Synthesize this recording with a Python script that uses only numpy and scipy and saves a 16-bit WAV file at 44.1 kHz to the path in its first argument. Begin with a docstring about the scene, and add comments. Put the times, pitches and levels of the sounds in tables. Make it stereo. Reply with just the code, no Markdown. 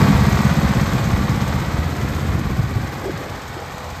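"""The two-cylinder petrol engine of a trencher idles in an open gravel lot while the microphone backs away.
Each engine cycle fires two exhaust beats a quarter cycle apart, which boom and ring the muffler.
Knocks ring the block and sheet metal, the valve gear ticks, steady tones waver and the cooling fan rushes.
Filtered noise makes the air rumble, the low wind gusts and the later scuffs; decaying sines make dull bumps.
The bass falls away near the end."""
import sys
import numpy as np
from scipy import signal
from scipy.fft import rfft, irfft
from scipy.io import wavfile
from scipy.ndimage import map_coordinates

SR = 44100
rng = np.random.default_rng(int(sys.argv[2]) if len(sys.argv) > 2 else 0)


def wrap_up_sound(samples):
    """Save the sound to the file named by the first command line argument, as 16-bit audio."""
    columns = np.atleast_2d(samples).T
    # keep every value between -1 and 1, then stretch to whole-number steps
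    tamed = np.clip(columns, -1, 1)
    steps = np.round(tamed * 32767).astype(np.int16)
    wavfile.write(sys.argv[1], SR, steps)


N = 176400
T = np.arange(N) / SR
HZ = np.fft.rfftfreq(N, 1 / SR)


def amp(db):
    """Decibels to gain."""
    return 10 ** (np.asarray(db) / 20)


def unit(x):
    """Scales to rms 1."""
    return x / np.sqrt(np.mean(x ** 2) + 1e-20)


def read(points, hz=HZ):
    """Reads a table on a log-frequency axis."""
    f, value = np.transpose(points)
    return np.interp(np.log(hz + 1), np.log(f + 1), value)


def curve(table, order=1):
    """Reads one column of a table over time."""
    rows = np.array(table)
    return np.interp(T, rows[:, 0], rows[:, order])


def colour(x, db):
    """Causal minimum-phase filter with the given gain per frequency, found by folding the cepstrum."""
    fold = irfft(np.maximum(db, -100) * np.log(10) / 20, N)
    fold[1:N // 2] *= 2
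    fold[N // 2 + 1:] = 0
    response = irfft(np.exp(rfft(fold)), N)[:SR // 8]
    return signal.fftconvolve(x, response)[:N]


def drift(hz):
    """Random wander of rms 1, smoothed above the given frequency."""
    return unit(irfft(rfft(rng.standard_normal(N)) * np.exp(-(HZ / hz) ** 2), N))


# Engine speed. Each row: time in seconds, four-stroke cycles per second.
SPEED = [(0, 16.55), (.6, 16.48), (1.4, 16.44), (1.8, 16.447), (2.6, 16.51), (3, 16.515), (4, 16.49)]


def turns():
    """Engine cycles completed: the running sum of the speed."""
    start_cycles = -.011
    return start_cycles + np.cumsum(curve(SPEED)) / SR


def strikes(place, spread_db, jitter_s):
    """One impulse per cycle at the given place, uneven in strength and time."""
    turn = turns()
    cycles = np.arange(int(turn[-1] - place) + 1) + place
    when = np.interp(cycles, turn, T)
    late, strong = rng.standard_normal((2, len(when)))
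    index = np.round((when + jitter_s * late) * SR).astype(int)
    out = np.zeros(N)
    out[np.clip(index, 0, N - 1)] = amp(spread_db * np.clip(strong, -2, 2))
    return out


# Loudness as the microphone backs away; the clatter level also drives the fan's rush and the tones.
# Each row: time in seconds, clatter in dB, hiss in dB, ticks in dB, before each layer's own trim.
RETREAT = [(0, -23, -29, -44), (.3, -24.5, -33, -36), (.92, -27.5, -33.5, -36), (1.5, -28.5, -37, -41),
           (2.1, -31, -39, -41), (2.63, -32.5, -42, -44.5), (3.1, -33, -41.5, -42.5), (4, -35.5, -39, -42)]


def retreat_db(order=1):
    """Level in dB of one part of the engine as the distance grows."""
    return curve(RETREAT, order)


# Ringing of the engine's fins and covers. Each row: pitch in Hz, width in Hz, boost in dB.
FINS = [(1493, 21, 4), (1920, 13, 6.5), (3800, 32, 2.5), (5270, 54, 4), (6370, 110, 4.5), (8140, 92, 3.5),
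        (11470, 140, 5.5), (12960, 120, 6)]


def fins():
    """Resonance peaks of the fins and covers, in dB per frequency."""
    return sum(db / (1 + (2 * (HZ - hz) / width) ** 2) for hz, width, db in FINS)


def ground(x):
    """Adds the reflection from the gravel, which catches up with the direct sound as the distance grows."""
    near_s, far_s, echo_db = .0045, .002, -14
    delay_s = near_s * (far_s / near_s) ** (T / T[-1])
    echo = map_coordinates(x, [(T - delay_s) * SR], order=3)
    return unit(x + amp(echo_db) * echo)


# Level of the air rumble at the microphone. Each row: time in seconds, level in dB.
RUMBLE_LEVEL = [(0, -14.5), (.2, -18.5), (.7, -21), (1.3, -20), (1.9, -28), (2.3, -22.5), (2.6, -21.5),
                (2.8, -27), (2.92, -32), (3.3, -32), (3.6, -34), (4, -36.5)]
# Spectrum of the air rumble. Each row: frequency in Hz, relative gain in dB.
RUMBLE = [(12, -42), (25, -34), (40, -8), (65, -2), (100, 0), (150, -3), (230, -9.5), (330, -16),
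          (600, -28.5), (2000, -55)]


def rumble():
    """Lumpy low noise of air at the microphone."""
    lump_db, lump_hz = 2.06, 25.9
    noise = rng.standard_normal(N) * amp(lump_db * drift(lump_hz))
    return unit(colour(noise, read(RUMBLE))) * amp(curve(RUMBLE_LEVEL))


# Short swells of band noise: low wind gusts early, then the body of a clunk and scuffs,
# probably footsteps on gravel or handling.
# Each row: centre in seconds, length in seconds, pitch in Hz, width in octaves, level in dB.
SWELLS = [(.11, 0.09, 177, .35, -13.5), (0.188, .09, 72, .35, -17.5), (1.794, 0.033, 75, .45, -21.5),
          (2.07, .04, 78, 0.46, -23), (2.311, 0.045, 81, 0.3, -17), (3.074, 0.062, 450, .5, -27.5),
          (3.02, .08, 750, .5, -36), (3.254, 0.11, 500, 0.42, -33), (3.379, 0.023, 380, 0.63, -32),
          (3.595, 0.088, 525, 0.55, -34.5), (3.83, 0.44, 754, 0.47, -36)]


def swells():
    """Low wind gusts, then the body of a clunk and scuffs: band noise under bell-shaped windows."""
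    out = np.zeros(N)
    for centre, length, hz, octaves, db in SWELLS:
        gain = np.exp(-(np.log2((HZ + 1) / hz) / octaves) ** 2 / 2)
        band = irfft(rfft(rng.standard_normal(N)) * gain, N)
        window = np.exp(-(2 * (T - centre) / length) ** 2)
        swell = band * window
        windowed_rms = np.sqrt(np.sum(swell ** 2) / np.sum(window ** 2))
        out += amp(db) * swell / windowed_rms
    return out


# Dull bumps. Each row: start in seconds, rise in seconds, pitch in Hz, envelope peak in dB.
BUMPS = [(.145, 0.0084, 94, -11), (.162, 0.02, 70.5, -11), (1.293, 0.0064, 150.5, -6.5),
         (2.587, 0.0098, 130, -9.5), (2.755, 0.009, 103, -9), (3.053, 0.009, 382, -18.5),
         (3.094, 0.0039, 330, -16.5), (3.137, 0.0055, 166, -19), (3.565, 0.0035, 332, -23)]


def bumps():
    """Each dull bump is a sine that swells quickly and dies within a few swings."""
    out = np.zeros(N)
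    for start, rise, hz, db in BUMPS:
        t = np.maximum(T - start, 0)
        envelope = (t / rise * np.exp(1 - t / rise)) ** 2
        out += amp(db) * envelope * np.sin(2 * np.pi * hz * t)
    return out


# Level of the flutter in the low middle. Each row: time in seconds, level in dB.
FLUTTER_LEVEL = [(0, -27), (.7, -32.5), (1.3, -34.5), (1.8, -32.5), (2.3, -32.5), (2.6, -35), (2.85, -34),
                 (3.3, -35.5), (3.45, -43), (4, -64)]
# Spectrum of the flutter. Each row: frequency in Hz, relative gain in dB.
FLUTTER = [(120, -24), (220, 2), (290, 2.5), (380, -3.5), (550, -8), (1000, -31)]


def flutter():
    """Lumpy filtered noise just above the exhaust's ring."""
    lump_db, lump_hz = 2.8, 39.4
    noise = rng.standard_normal(N) * amp(lump_db * drift(lump_hz))
    return unit(colour(noise, read(FLUTTER))) * amp(curve(FLUTTER_LEVEL))


# Rush of the cooling fan. Each row: frequency in Hz, relative gain in dB.
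FAN = [(150, -20.5), (300, -9), (450, -7.5), (610, -3), (740, -1), (830, 0), (980, -2), (1130, -1),
       (1360, -5.5), (1480, -5.5), (2160, -7), (2500, -7), (2800, -17.5), (3480, -16.5), (5520, -23),
       (8000, -26), (11000, -42)]
# Hiss of its air over the fins. Each row: frequency in Hz, relative gain in dB.
HISS = [(1500, -34.5), (2800, -2.5), (4000, -2), (5500, -9), (8000, -8.5), (10000, -16), (13000, -15.5),
        (16000, -15)]


def fan():
    """Cooling air rushes through the shroud and hisses over the fins: two bands of turbulent noise."""
    rush_db, hiss_db = -2.5, -4.5  # trims on the retreat levels
    waver_db, waver_hz = .3, 7.1
    rush_noise, hiss_noise = rng.standard_normal((2, N))
    rush = ground(colour(rush_noise, read(FAN) + fins()))
    hiss = unit(colour(hiss_noise, read(HISS) + fins()))
    hiss_level = hiss_db + retreat_db(order=2) + waver_db * drift(waver_hz)
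    return rush * amp(rush_db + retreat_db()) + hiss * amp(hiss_level)


# Steady gear and fan tones. Each row: multiple of the cycle rate, level in dB relative to the clatter.
TONES = [(30, -16.5), (34, -18), (41, -22.5), (49, -18.5), (70, -23.5)]


def tones():
    """Sines that follow the crankshaft, wavering in strength and phase."""
    waver, wander_turns = .6, .14  # rms: share of the strength, turns of phase
    turn = turns()
    lines = np.zeros(N)
    for multiple, db in TONES:
        strength = amp(db) * (1 + waver * drift(hz=1.7))
        phase = round(multiple) * turn + rng.random() + wander_turns * drift(hz=4.4)
        lines += strength * np.sin(2 * np.pi * phase)
    return np.sqrt(2) * lines * amp(retreat_db())


# Ticks of the valve gear. Each row: place in the cycle 0-1, t60 in seconds, brightness in dB per octave,
# then relative level in dB near, midway and far.
TICKS = [(.15, .04, -3.5, 0, 1, -5), (.325, 0.06, 0.5, 2.5, 4, 2.5), (.41, 0.045, -1, 1, 0.5, -6),
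         (.63, 0.037, 7.5, -13, -4, -6), (.875, 0.038, 4, 8, -14, -6)]
# Spectrum shared by the ticks. Each row: frequency in Hz, relative gain in dB.
TICK_COLOUR = [(800, -30), (2500, 5.5), (4000, -2), (6500, 4), (9000, -4.5), (13000, -5.5), (16000, -6.5)]


def ticks():
    """Short gritty noise bursts from the valve gear; each part faces the microphone at another stage."""
    spread_db, jitter_s = 1.8, .0007
    rise_s, pivot_hz, grain_db, trim_db = .0003, 7000, 3.2, -4.5
    t, out = T[:SR // 8], np.zeros(N)
    for place, t60, tilt_db, *heard_db in TICKS:
        shape = amp(-60 * t / t60) * (1 - np.exp(-t / rise_s))
        # overlapping bursts add in power
        power = signal.oaconvolve(strikes(place, spread_db, jitter_s) ** 2, shape ** 2)[:N]
        grain = amp(np.tanh(drift(hz=700)) * grain_db)
        rattle = np.sqrt(abs(power)) * grain * rng.standard_normal(N)
        facing = amp(np.interp(T, np.linspace(0, T[-1], len(heard_db)), heard_db))
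        tilt = tilt_db * np.log2((HZ + 1) / pivot_hz)
        out += colour(rattle * facing, read(TICK_COLOUR) + fins() + tilt)
    return unit(out) * amp(trim_db + retreat_db(order=3))


# Knocks of pistons and gears. Each row: place in the cycle 0-1, relative level in dB, t60 in seconds.
KNOCKS = [(.12, 0, 0.13), (.25, -3, 0.1), (.42, -5, 0.1), (.63, -3, 0.068), (.71, -4, 0.067),
          (.94, -2, 0.15)]
# Ring of the block and sheet metal. Each row: frequency in Hz, relative gain in dB.
BODY = [(200, -29), (380, -4.5), (490, -4), (600, -10), (690, -3), (800, -4), (990, -4.5), (1120, -0.5),
        (1370, -6.5), (1480, -5), (1700, -6), (2200, -9), (2500, -15.5), (2800, -17), (5000, -19),
        (7000, -44.5)]


def knocks(positions=9):
    """Each knock rings the metal much alike from cycle to cycle, changing slowly with the listening position."""
    spread_db, jitter_s, trim_db = 2, .00009, -2
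    t, out = T[:SR // 8], np.zeros(N)
    path = T / T[-1] * (positions - 1)
    for place, db, t60 in KNOCKS:
        hits = amp(db) * strikes(place, spread_db, jitter_s)
        for k in range(positions):
            near = np.cos(np.pi / 2 * np.clip(path - k, -1, 1))  # crossfade between positions
            ring = unit(rng.standard_normal(len(t)) * amp(-60 * t / t60))
            out += signal.oaconvolve(hits * near, ring)[:N]
    return ground(colour(out, read(BODY) + fins())) * amp(trim_db + retreat_db())


# Exhaust beats. Each row: place in the cycle 0-1, relative level in dB.
FIRINGS = [(0.385, 3.5), (0.63, 4)]
# Ring of the muffler. Each row: frequency in Hz, relative gain in dB.
MUFFLER = [(40, -35.5), (100, -13.5), (128, -1.5), (150, 2), (175, 0.5), (203, 0.5), (230, -5.5),
           (270, -13.5), (340, -25), (600, -37.5), (1500, -61)]
# Deep boom of the exhaust. Each row: frequency in Hz, relative gain in dB.
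BOOM = [(20, -56), (45, -18.5), (80, 7.5), (105, -7.5), (135, -3.5), (180, -18), (280, -19), (600, -50)]
# Level of the exhaust at the microphone. Each row: time in seconds, deep boom in dB, muffler ring in dB.
BASS = [(0, -34, -15.5), (.25, -21, -17.5), (.6, -29, -18.5), (1.2, -28.5, -23), (1.8, -24, -28.5),
        (2.84, -28.5, -30), (2.95, -41, -41), (4, -40, -45.5)]


def exhaust():
    """Two beats per cycle boom from the pipe and ring the muffler; the ring fades sooner with distance."""
    spread_db, jitter_s = 1.4, .0006
    beats = sum(amp(db) * strikes(place, spread_db, jitter_s) for place, db in FIRINGS)
    ring = unit(colour(beats, read(MUFFLER))) * amp(curve(BASS, order=2))
    boom = unit(colour(beats, read(BOOM))) * amp(curve(BASS))
    return ring - boom


# The two microphone ports. Each row: frequency in Hz, likeness of the two sides (clipped to 0-1 in use).
LIKENESS = [(60, 0.9), (150, 0.5), (300, 0.92), (600, 0.73), (1100, .87), (1900, 0.73), (2800, 0.67),
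            (4000, 0.87), (5400, 0.77), (7200, 1), (8700, 1.2), (10000, 1.4), (11200, 0), (12800, 1.1),
            (14200, .68), (15500, 3)]
# Phase between the ports. Each row: frequency in Hz, radians by which the left leads.
LEAD = [(0, 0), (1200, .15), (2200, .45), (2750, 1.2), (3300, .35), (4500, .1), (5400, -.65), (6300, 0),
        (7500, 0), (9900, -3.14), (10500, -3.3), (12300, -6.2), (13200, -6.35), (15500, -9.4)]
# Balance of the ports. Each row: frequency in Hz, left minus right in dB.
BALANCE_DB = [(250, 0), (700, -2), (1200, -3), (2000, -3), (2500, -1), (3000, 5.5), (4300, 0.5),
              (5600, 3.5), (7000, -0.5)]


def scene():
    """The shared sound and an unrelated part reach the two ports with their own phase and balance."""
    shared, apart = (rfft(knocks() + ticks() + fan() + flutter() + rumble() + swells()) for _ in range(2))
    central = rfft(exhaust() + tones() + bumps())  # alike at both ports before phase and balance
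    same = np.clip(read(LIKENESS), 0, 1)
    side = np.array([[1], [-1]])  # left, right
    both = central + np.sqrt((1 + same) / 2) * shared + side * np.sqrt((1 - same) / 2) * apart
    balance = amp(side * read(BALANCE_DB) / 2)
    phase = np.exp(.5j * side * read(LEAD))
    return irfft(both * balance * phase, N)


def record(dry):
    """The highest peaks are rounded off, then the band is limited at the recorder's cut-off."""
    knee, ceiling, edge_hz = .6, .92, 15700  # knee and ceiling as shares of full scale
    room = ceiling - knee
    over = np.maximum(abs(dry) - knee, 0)
    limited = dry - np.sign(dry) * (over - room * np.tanh(over / room))
    lowpass = signal.firwin(511, edge_hz, window=("kaiser", 9), fs=SR)
    return signal.oaconvolve(limited, lowpass[None], "same")


dry = scene()
out = record(dry)
wrap_up_sound(out)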